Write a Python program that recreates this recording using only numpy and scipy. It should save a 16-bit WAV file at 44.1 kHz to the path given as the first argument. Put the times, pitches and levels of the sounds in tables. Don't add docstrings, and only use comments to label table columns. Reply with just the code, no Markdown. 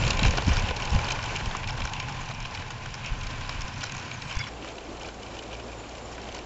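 import sys
import numpy as np
from scipy import signal
from scipy.fft import rfft, irfft, next_fast_len
from scipy.io import wavfile
from scipy.ndimage import map_coordinates

SR = 44100
rng = np.random.default_rng(int(sys.argv[2]) if len(sys.argv) > 2 else 0)


def undo_db(level):
    steps = np.asarray(level, float) / 20
    return 10 ** steps


def wav_record(signal):
    frames = np.transpose(np.atleast_2d(signal))
    bounded = np.clip(frames, -1, 1)
    quanta = np.round(bounded * 32767).astype(np.int16)
    wavfile.write(sys.argv[1], SR, quanta)


N = 284445
MOVE_S = 4.49

# t/s, level/dB, wagon body over level/dB, wheel ring over level/dB
KNOCK_TABLE = [(0.022, -17.5, -16, -14), (0.037, -19, -9, -17), (0.048, -14.5, -10, -17),
               (0.0647, -14, -11, -16), (0.077, -15, -12, -4.5), (0.1045, -9.5, -6.5, -6.5),
               (0.118, -25, -16, -25), (0.131, -16.5, -11, -8.5), (0.142, -22, -12, -24),
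               (0.17, -21.5, -11, -7), (0.191, -11, -13, -15), (0.2107, -22, -6, -18), (0.23, -10, -9, -10),
               (0.249, -13, 0, -15), (0.26, -14, -14, -13), (0.267, -16.5, -8, -8), (0.28, -16, -9, -9),
               (0.307, -22, -14, -4), (0.322, -21, -25, -16), (0.335, -22, -1, -19), (0.373, -19.5, -3, -2),
               (0.382, -17, 0, -16.5), (0.4209, -22.5, 2, -2.5), (0.467, -40, -3, 1.5),
               (0.4792, -27, -3, 2), (0.518, -18, -1, -16), (0.548, -21, -3, -24),
               (0.5662, -21.5, -9, -10.5), (0.5837, -23, -18, -12), (0.594, -24, -12, -4),
               (0.6215, -23.5, 1.5, -6), (0.687, -15, -8, -18), (0.707, -18.5, 0, -12),
               (0.763, -18.5, -9, -9), (0.8, -22, -16, -12), (0.82, -19, -19, -10), (0.852, -24.5, -10, 0),
               (0.887, -38, -10, 0), (0.902, -24, -12, -4), (0.916, -29, -13, -4), (0.9475, -21.5, -8, -3),
               (0.96, -21.5, -3, -12), (0.988, -19, -5, -8), (1.013, -29, -10, -2), (1.042, -25.5, -2, -7),
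               (1.052, -27, -7, -7), (1.066, -23, -4, -13), (1.085, -18, -7, -16), (1.104, -16, -11.5, -11),
               (1.1194, -21.5, 0, 0), (1.135, -32, 4, -12), (1.165, -34, -12, -18), (1.188, -22.5, 4, -14),
               (1.227, -22.5, -9, -6), (1.239, -22, -7, -6), (1.252, -26, -5, -12), (1.354, -22, -20, -18),
               (1.361, -17.5, -13, -9), (1.4072, -25.5, 0, -15), (1.4561, -31, -11, -1),
               (1.511, -21, -2, -15), (1.5486, -22.5, 4.5, -12), (1.5668, -22.5, -13, -4),
               (1.6306, -21, -7, -20), (1.64, -23, -8, -18), (1.6855, -22, -13, -27), (1.738, -30, 3, -10),
               (1.775, -26, 1, -8), (1.8023, -25, -1, -11), (1.818, -19, -8, -13), (1.838, -30, -5, -4),
               (1.851, -25, 4, -3), (1.8728, -21, -6, -12), (1.89, -26, -7, -12),
               (1.9333, -20.5, -8, -10.5), (1.963, -23, -16, -16), (1.9992, -16.5, -7, -10),
               (2.026, -27, -2, -16), (2.083, -30, 2, -9), (2.1223, -33, -15.5, -3), (2.2985, -30, 9.5, -8),
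               (2.3107, -24, -3, -12), (2.402, -24, -9, -7), (2.452, -23, -1, -17), (2.553, -30, 4.5, -13),
               (2.573, -25, -4, -15), (2.62, -26.5, -1.5, -23), (2.704, -27.5, 3, -1.5),
               (2.859, -25, 1, -8), (2.9404, -25.5, 0, -4), (3.0598, -24, -19, -1), (3.123, -27, -12, -19),
               (3.15, -28, -5, -29), (3.2107, -24, -10, -10), (3.3027, -24, -14, -12), (3.41, -25, -2, -10),
               (3.448, -26.5, 2, -20), (3.492, -16, -6.5, -9), (3.5217, -24.5, -18, -24),
               (3.545, -32, -12, -9), (3.607, -30, -12, 2), (3.616, -25, -6, -2), (3.679, -29, 0, -4),
               (3.838, -28.5, 4, 4.5), (3.894, -24.5, -6, -12), (3.92, -33, 1, 4.5), (3.948, -27.5, 0, -3),
               (3.967, -35.5, -11, 4), (4.077, -36, 3, -15), (4.112, -21.5, -10, -12),
               (4.219, -21, -15, -10.5), (4.271, -30, -6, -9), (4.314, -31, 2, -14),
               (4.353, -35.5, -10, 3.5), (4.367, -36, -6, 6), (4.3878, -29, -3, 2), (4.411, -36, -2, -2),
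               (4.438, -22, -26, -20), (4.533, -34, -7, -12), (4.644, -32.5, 5, -6),
               (4.6863, -29.5, -8, -7), (4.781, -25, -9, -24), (5.031, -33.5, -7, -11),
               (5.086, -28.5, -2.5, -7), (5.218, -31, -13, -22), (5.23, -26, -19, -8),
               (5.3508, -32, -14, -7.5), (5.3883, -25.5, -20, -10), (5.5074, -31, -11, -15),
               (5.5288, -27, -14, -22), (5.542, -31, -13, -11), (5.797, -38, -14, -9),
               (5.838, -34, -14, -14), (5.95, -36, -17, -4), (6.069, -44, 2, -14), (6.179, -32.5, 4.5, -9),
               (5.8914, -43, -10, 8), (6.2864, -29.5, -12, -8), (6.346, -31, 3, 2)]


def unit(x):
    return x / np.sqrt(np.mean(x ** 2) + 1e-20)


def curves(rows):
    s, *columns = np.transpose(rows)
    t = np.arange(N) / SR
    gate = np.clip(np.minimum(t - s[0], s[-1] - t) / 0.004 + 1, 0, 1)
    return [np.interp(t, s, column) for column in columns] + [gate]


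def wobble(rate):
    knots = rng.standard_normal(int(N * rate / SR) + 4)
    return map_coordinates(knots, [np.arange(N) * rate / SR])


def swells(s, db, rise_s, fall_s, base_db):
    t = np.arange(0, N, 32) / SR
    late = t - np.asarray(s)[:, None]
    rising = -late / np.reshape(rise_s, (-1, 1))
    falling = late / np.reshape(fall_s, (-1, 1))
    slope = np.where(late < 0, rising, falling)
    power = undo_db(2 * (np.asarray(db)[:, None] - 10 * slope)).sum(axis=0)
    return 10 * np.log10(np.interp(np.arange(N) / SR, t, power) + undo_db(2 * base_db))


def filtered(x, response):
    m = next_fast_len(N + 8192)
    return irfft(rfft(x, m) * response(np.fft.rfftfreq(m, 1 / SR)), m)[:N]


def noise(spectrum):
    f, db = np.transpose(spectrum)
    return unit(filtered(rng.standard_normal(N),
                         lambda hz: undo_db(np.interp(np.log(hz + 1), np.log(f + 1), db))))


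def resonance(hz, width):
    return lambda f: (1j * f * width / (hz * hz - f * f + 1j * f * width)) ** 2


def rung(force, modes):
    tone = 0
    for push, (hz, width, db) in zip(force, modes):
        contact = push * rng.standard_normal(N)
        tone = tone + undo_db(db) / np.sqrt(width) * filtered(contact, resonance(hz, width))
    mode_power = np.sum(undo_db(np.transpose(modes)[2]) ** 2)
    return tone / np.sqrt(np.pi / 2 / SR * mode_power)


def struck(times, dbs, modes, spot_db, short):
    u = np.arange(SR // 10) / SR / short
    swell = u ** 3 * np.exp(-1.2 * u)
    tail = 0.3 * (1 - np.exp(-u)) ** 3 * np.exp(-u / 8)
    chatter = swell + tail
    spots, lags = rng.standard_normal((len(times), 2, len(modes))).transpose(1, 2, 0)
    blows = []
    for spot, lag in zip(spots, lags):
        at = np.abs((times + short * (lag - 1)) * SR).astype(int)
        blows.append(np.bincount(at, undo_db(dbs + spot_db * spot), N)[:N])
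    force = signal.fftconvolve(blows, [chatter / chatter.max()], axes=1)[:, :N]
    return rung(force, modes)


def whistle(rows, flutter_db, waver):
    hz, db, gate = curves(rows)
    turn = 2 * np.pi * np.cumsum(hz * (1 + waver * wobble(210))) / SR
    return np.sqrt(2) * gate * undo_db(db + flutter_db * wobble(90)) * np.sin(turn)


def rolling_hiss(roll_db):
    # f/Hz, relative density/dB
    spectrum = [(120, -33.5), (200, -0.5), (441, -9), (1020, -1), (1280, -7.5), (1510, -3), (2050, -8.5),
                (2320, -6), (3550, -13.5), (5270, -16), (7600, -20), (9880, -55), (16700, -120)]
    flicker_db = 1.6 * wobble(5.13) + 1.1 * wobble(19) + 1.1 * wobble(60)
    return undo_db(roll_db - 2.0 + flicker_db) * noise(spectrum)


def track_rumble(lost_db):
    # f/Hz, relative density/dB
    spectrum = [(41, -40), (70, -6.5), (122, 1.5), (188, -12), (260, -17.5), (340, -21.5), (570, -120)]
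    return undo_db(-36 + 0.79 * lost_db + 1.5 * wobble(25.11)) * noise(spectrum)


def wagon_boom():
    # f/Hz, width/Hz, level/dB
    modes = [(504, 320, 0)]
    drop_db_per_s = -8
    t = np.arange(N) / SR
    steady_db = np.maximum(-39 + drop_db_per_s * t, -56.5)
    steady = rung([undo_db(steady_db + 2.4 * wobble(21))], modes)
    s, db, body_db, _ = np.transpose(KNOCK_TABLE)
    knock_db = db + body_db - 11.5 + drop_db_per_s * s
    return steady + struck(s, knock_db, modes, spot_db=3.5, short=0.0016)


def hum(roll_db):
    # f/Hz, width/Hz, level/dB
    modes = [(857, 200, 0.45), (1031, 67, -1.8), (2530, 750, -0.14)]
    peak_s, span_s = 1.25, 1.19
    t = np.arange(N) / SR
    wagon_db = -38 - 6 * ((t - peak_s) / span_s) ** 2 + 0.82 * wobble(5.6)
    levels_db = (wagon_db, roll_db - 6.0, roll_db - 7.5 + 2.8 * wobble(12))
    return rung([undo_db(db + 1.26 * wobble(24.88) + 1.8 * wobble(80)) for db in levels_db], modes)


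def clatter(times, db, body_db, wheel_db, spot_db):
    # f/Hz, width/Hz, level/dB
    axle_modes = [(2375, 314, 2.5), (2719, 380, 0), (3048, 420, 0.5), (3495, 530, -6), (3950, 580, -4)]
    # f/Hz, width/Hz, level/dB
    body_modes = [(811, 540, 1), (1043, 260, -1.5), (1479, 330, 1), (1890, 470, -2.5)]
    # f/Hz, width/Hz, level/dB
    wheel_modes = [(4430, 650, 4), (4950, 400, 1.5), (5380, 540, 5), (5940, 450, 1.5), (6510, 580, 2),
                   (7120, 600, -0.5), (7780, 690, -2.5)]
    axle = struck(times, db - 13.0, axle_modes, spot_db, short=0.0012)
    body = struck(times, db + body_db - 9.5, body_modes, spot_db / 2, short=0.0011)
    wheel = struck(times, db + wheel_db - 7.0, wheel_modes, spot_db, short=0.00073)
    return axle + body + wheel


def rattle(lost_db, near):
    # t/s, swell of the patter before its trims, level/dB
    jolts = [(0.07, -40), (0.108, -29.5), (0.198, -43), (0.24, -26), (0.27, -33), (0.384, -28), (0.49, -29),
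             (0.57, -27.5), (0.69, -28.5), (0.95, -36), (1.11, -28), (1.26, -38), (1.36, -38.5),
             (1.69, -31), (1.845, -35), (2.949, -43), (3.072, -42), (3.27, -35), (3.5, -36.5), (3.837, -30),
             (3.969, -36.5), (4.11, -47), (4.23, -41), (4.32, -34), (4.41, -51), (4.47, -39), (5.04, -42),
             (5.53, -42), (6.365, -34)]
    base_db = np.where(near, -38.5 + lost_db, -47.5)
    shake_db = swells(*np.transpose(jolts), rise_s=0.039, fall_s=0.023, base_db=base_db + 2.0 * wobble(9))
    when, luck, body, wheel = rng.random((1600, 4)).T
    at = (when * (N - 1)).astype(int)
    knock_db = shake_db[at] - 2.5 - 2.0 * np.log(luck + 0.026)
    return clatter(at / SR, knock_db, 14 * body - 13, 14 * wheel - 16, spot_db=6)


def train():
    # t/s, loudness of the rolling before trims, level/dB
    drawing_away = [(0.0, -33), (0.5, -36), (1.0, -36), (1.8, -38.5), (2.3, -39), (2.75, -41),
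                    (3.25, -38.5), (4.0, -41), (4.49, -41)]
    alongside_db = -34
    near = np.arange(N) / SR < MOVE_S
    roll_db = curves(drawing_away)[0]
    lost_db = roll_db - alongside_db
    trackside = rolling_hiss(roll_db) + track_rumble(lost_db) + wagon_boom() + hum(roll_db)
    knocks = clatter(*np.transpose(KNOCK_TABLE), spot_db=2.8)
    return near * trackside + rattle(lost_db, near) + knocks


def wind():
    # t/s, level/dB, rise by 10 dB/s, fall by 10 dB/s
    gusts = [(0.031, -23.5, 0.045, 0.14), (0.271, -17, 0.037, 0.04), (0.48, -19.5, 0.019, 0.081),
             (0.64, -22.5, 0.033, 0.016), (0.701, -26.5, 0.02, 0.025), (0.954, -20, 0.038, 0.036),
             (1.28, -49, .035, 0.027), (1.48, -27, 0.067, 0.026), (1.7, -36, 0.096, 0.18),
             (1.825, -30, 0.044, 0.041), (2.01, -45.5, .035, 0.13), (2.22, -40, 0.054, .025),
             (2.47, -38, 0.4, 0.013), (2.54, -41, .022, 0.15), (2.83, -42.5, 0.037, 0.3),
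             (3.119, -34, 0.013, 0.043), (3.26, -30.5, 0.079, 0.045), (3.4, -37, 0.083, 0.24),
             (3.58, -37.5, 0.051, 0.087), (3.649, -28, 0.023, 0.0085), (3.8, -39, 0.046, 0.016),
             (3.89, -42, 0.013, .015), (3.98, -40, 0.031, .02), (4.22, -46, 0.072, 0.19),
             (4.325, -46, 0.045, .01)]
    # t/s, peak level/dB, length/s
    flick_table = [(0.02, -19, 0.0018), (0.067, -15.5, 0.0024), (0.226, -14.5, 0.0015),
                   (0.2375, -20, 0.0027), (0.254, -14.5, 0.0022), (0.484, -18.5, 0.0011),
                   (0.513, -15.5, 0.0038), (0.58, -19.5, 0.0023), (0.926, -17, 0.0028),
                   (0.948, -15, 0.0019), (0.9632, -12.5, 0.0034), (0.985, -20.5, 0.0027),
                   (1.8546, -27, 0.0055), (3.124, -25, 0.0059), (3.572, -28.5, 0.0077),
                   (3.596, -26.5, 0.0043)]
    # f/Hz, relative density/dB
    push_spectrum = [(12, -17), (25, 1.5), (50, -8), (90, -7.5), (150, -32.5), (300, -51.5)]
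    # f/Hz, relative density/dB
    edge_spectrum = [(40, -46.5), (90, -12), (190, 0.5), (350, -13), (700, -41)]
    t = np.arange(N) / SR
    breeze_db = -30.5 - 7 * t
    db = swells(*np.transpose(gusts), breeze_db)
    push = undo_db(db) * unit(np.tanh(0.7 * noise(push_spectrum)))
    lumps = undo_db(2.5 * wobble(25))
    edge = undo_db(1.57 * db - 1.5) * unit(lumps * noise(edge_spectrum))
    flicks = 0
    for s, peak_db, length in flick_table:
        u = ((t - s) / length) ** 2 / 2
        flicks = flicks + undo_db(peak_db) * (2 * u - 1) * np.exp(-u)
    return (t < MOVE_S) * (push + edge + flicks)


def birds():
    # start t/s, length/s, first f/Hz, last f/Hz, level in the middle/dB
    calls_table = [(-0.1, 0.19, 7470, 7050, -44.5), (3.415, .045, 3800, 3900, -49.5),
                   (3.75, .08, 5780, 5800, -58), (4.125, 0.03, 7350, 7200, -56),
                   (4.11, 0.05, 6600, 6500, -54), (4.15, .04, 6400, 5800, -56), (4.2, .29, 7720, 7600, -58),
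                   (5.656, 0.27, 7550, 6660, -60), (5.955, 0.19, 7260, 6980, -56)]
    end_db = -8
    scatter_db, scatter_t60_s = -6, 0.1
    calls = 0
    for s, length, first_hz, last_hz, db in calls_table:
        rows = [(s, first_hz, db + end_db),
                (s + length / 2, (first_hz + last_hz) / 2, db),
                (s + length, last_hz, db + end_db)]
        calls = calls + whistle(rows, flutter_db=4, waver=0.007)
    t = np.arange(SR // 8) / SR
    tail = rng.standard_normal(len(t)) * undo_db(-60 * t / scatter_t60_s)
    scattered = signal.fftconvolve(calls, tail / np.linalg.norm(tail))[:N]
    return calls + undo_db(scatter_db) * scattered


def hand():
    # t/s, length/s, force before doubling in each of the first three modes, level/dB
    slips = [(4.362, 0.01, -40, -58, -53), (4.388, 0.0077, -45, -45, -40.5),
             (4.398, 0.018, -36.5, -44, -58), (4.437, 0.018, -51, -59, -66),
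             (4.466, 0.017, -41, -58, -45.5)]
    # f/Hz, width/Hz, level/dB
    modes = [(2200, 170, 0), (4800, 110, 0), (5500, 150, 0), (1600, 900, 0)]
    # t/s, f/Hz, level/dB
    song = [(4.356, 3450, -48), (4.374, 3450, -49), (4.382, 3440, -62), (4.39, 3440, -47),
            (4.443, 3410, -47), (4.452, 3410, -60), (4.462, 3400, -53), (4.486, 3380, -54)]
    # t/s, peak level/dB, length/s
    bump = (4.372, -17, .003)
    t = np.arange(N) / SR
    force = 0
    for s, length, *dbs in slips:
        mode_dbs = dbs + [dbs[0] - 2.5]
        force = force + undo_db(mode_dbs)[:, None] * ((t > s) & (t < s + length))
    creak = 2 * rung(force, modes)
    sing = whistle(song, flutter_db=2, waver=0.005)
    s, bump_db, length = bump
    return creak + sing - undo_db(bump_db) * np.exp(-((t - s) / length) ** 2)


def engine():
    # t/s, relative level/dB
    effort = [(4.49, 0.5), (4.9, -1.5), (5.4, -2), (5.55, 4.5), (5.7, 2), (5.8, -0.5), (6.45, -2.5)]
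    base_hz, waver = 56.4, 0.0201
    turn = 2 * np.pi * np.cumsum(base_hz * (1 + waver * wobble(7.1))) / SR
    effort_db = curves(effort)[0]
    first = undo_db(-47.5 + effort_db + 1.1 * wobble(13)) * np.sin(turn)
    second = undo_db(-54 + effort_db + 2.7 * wobble(8.5)) * np.sin(2 * turn)
    return np.sqrt(2) * (first + second)


def roar():
    # f/Hz, relative density/dB
    spectrum = [(12, -41), (20, -4.5), (58, -3.5), (126, -8), (161, -7.5), (506, -4), (717, -5.5),
                (1630, -17), (2680, -19), (6080, -26.5), (7050, -25.5), (7600, -23), (9880, -55),
                (16700, -120)]
    # t/s, level/dB
    thuds = [(4.63, -42), (4.89, -40.5), (4.945, -48), (5.66, -39.5), (5.85, -49), (6.4, -46)]
    # f/Hz, width/Hz, level/dB
    thud_mode = [(296, 190, 0)]
    since_move_s = np.arange(N) / SR - MOVE_S
    steady = undo_db(-40.5 - 0.5 * since_move_s + 0.9 * wobble(15)) * noise(spectrum)
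    thud_db = swells(*np.transpose(thuds), rise_s=0.027, fall_s=0.024, base_db=-62 + 2.5 * wobble(12))
    return steady + rung([undo_db(thud_db)], thud_mode)


def faraway():
    gate = np.arange(N) >= MOVE_S * SR
    return gate * (roar() + engine())


def scene():
    return (train() + wind() + birds() + hand() + faraway())[None]


def band_limit(x):
    return signal.sosfilt(signal.butter(12, 8650, fs=SR, output="sos"), x)


def record(dry):
    mix = filtered(dry[0], lambda hz: 1 / np.sqrt(1 + (hz / 7510) ** 70))[None]
    return band_limit(mix)


dry = scene()
out = record(dry)
wav_record(out)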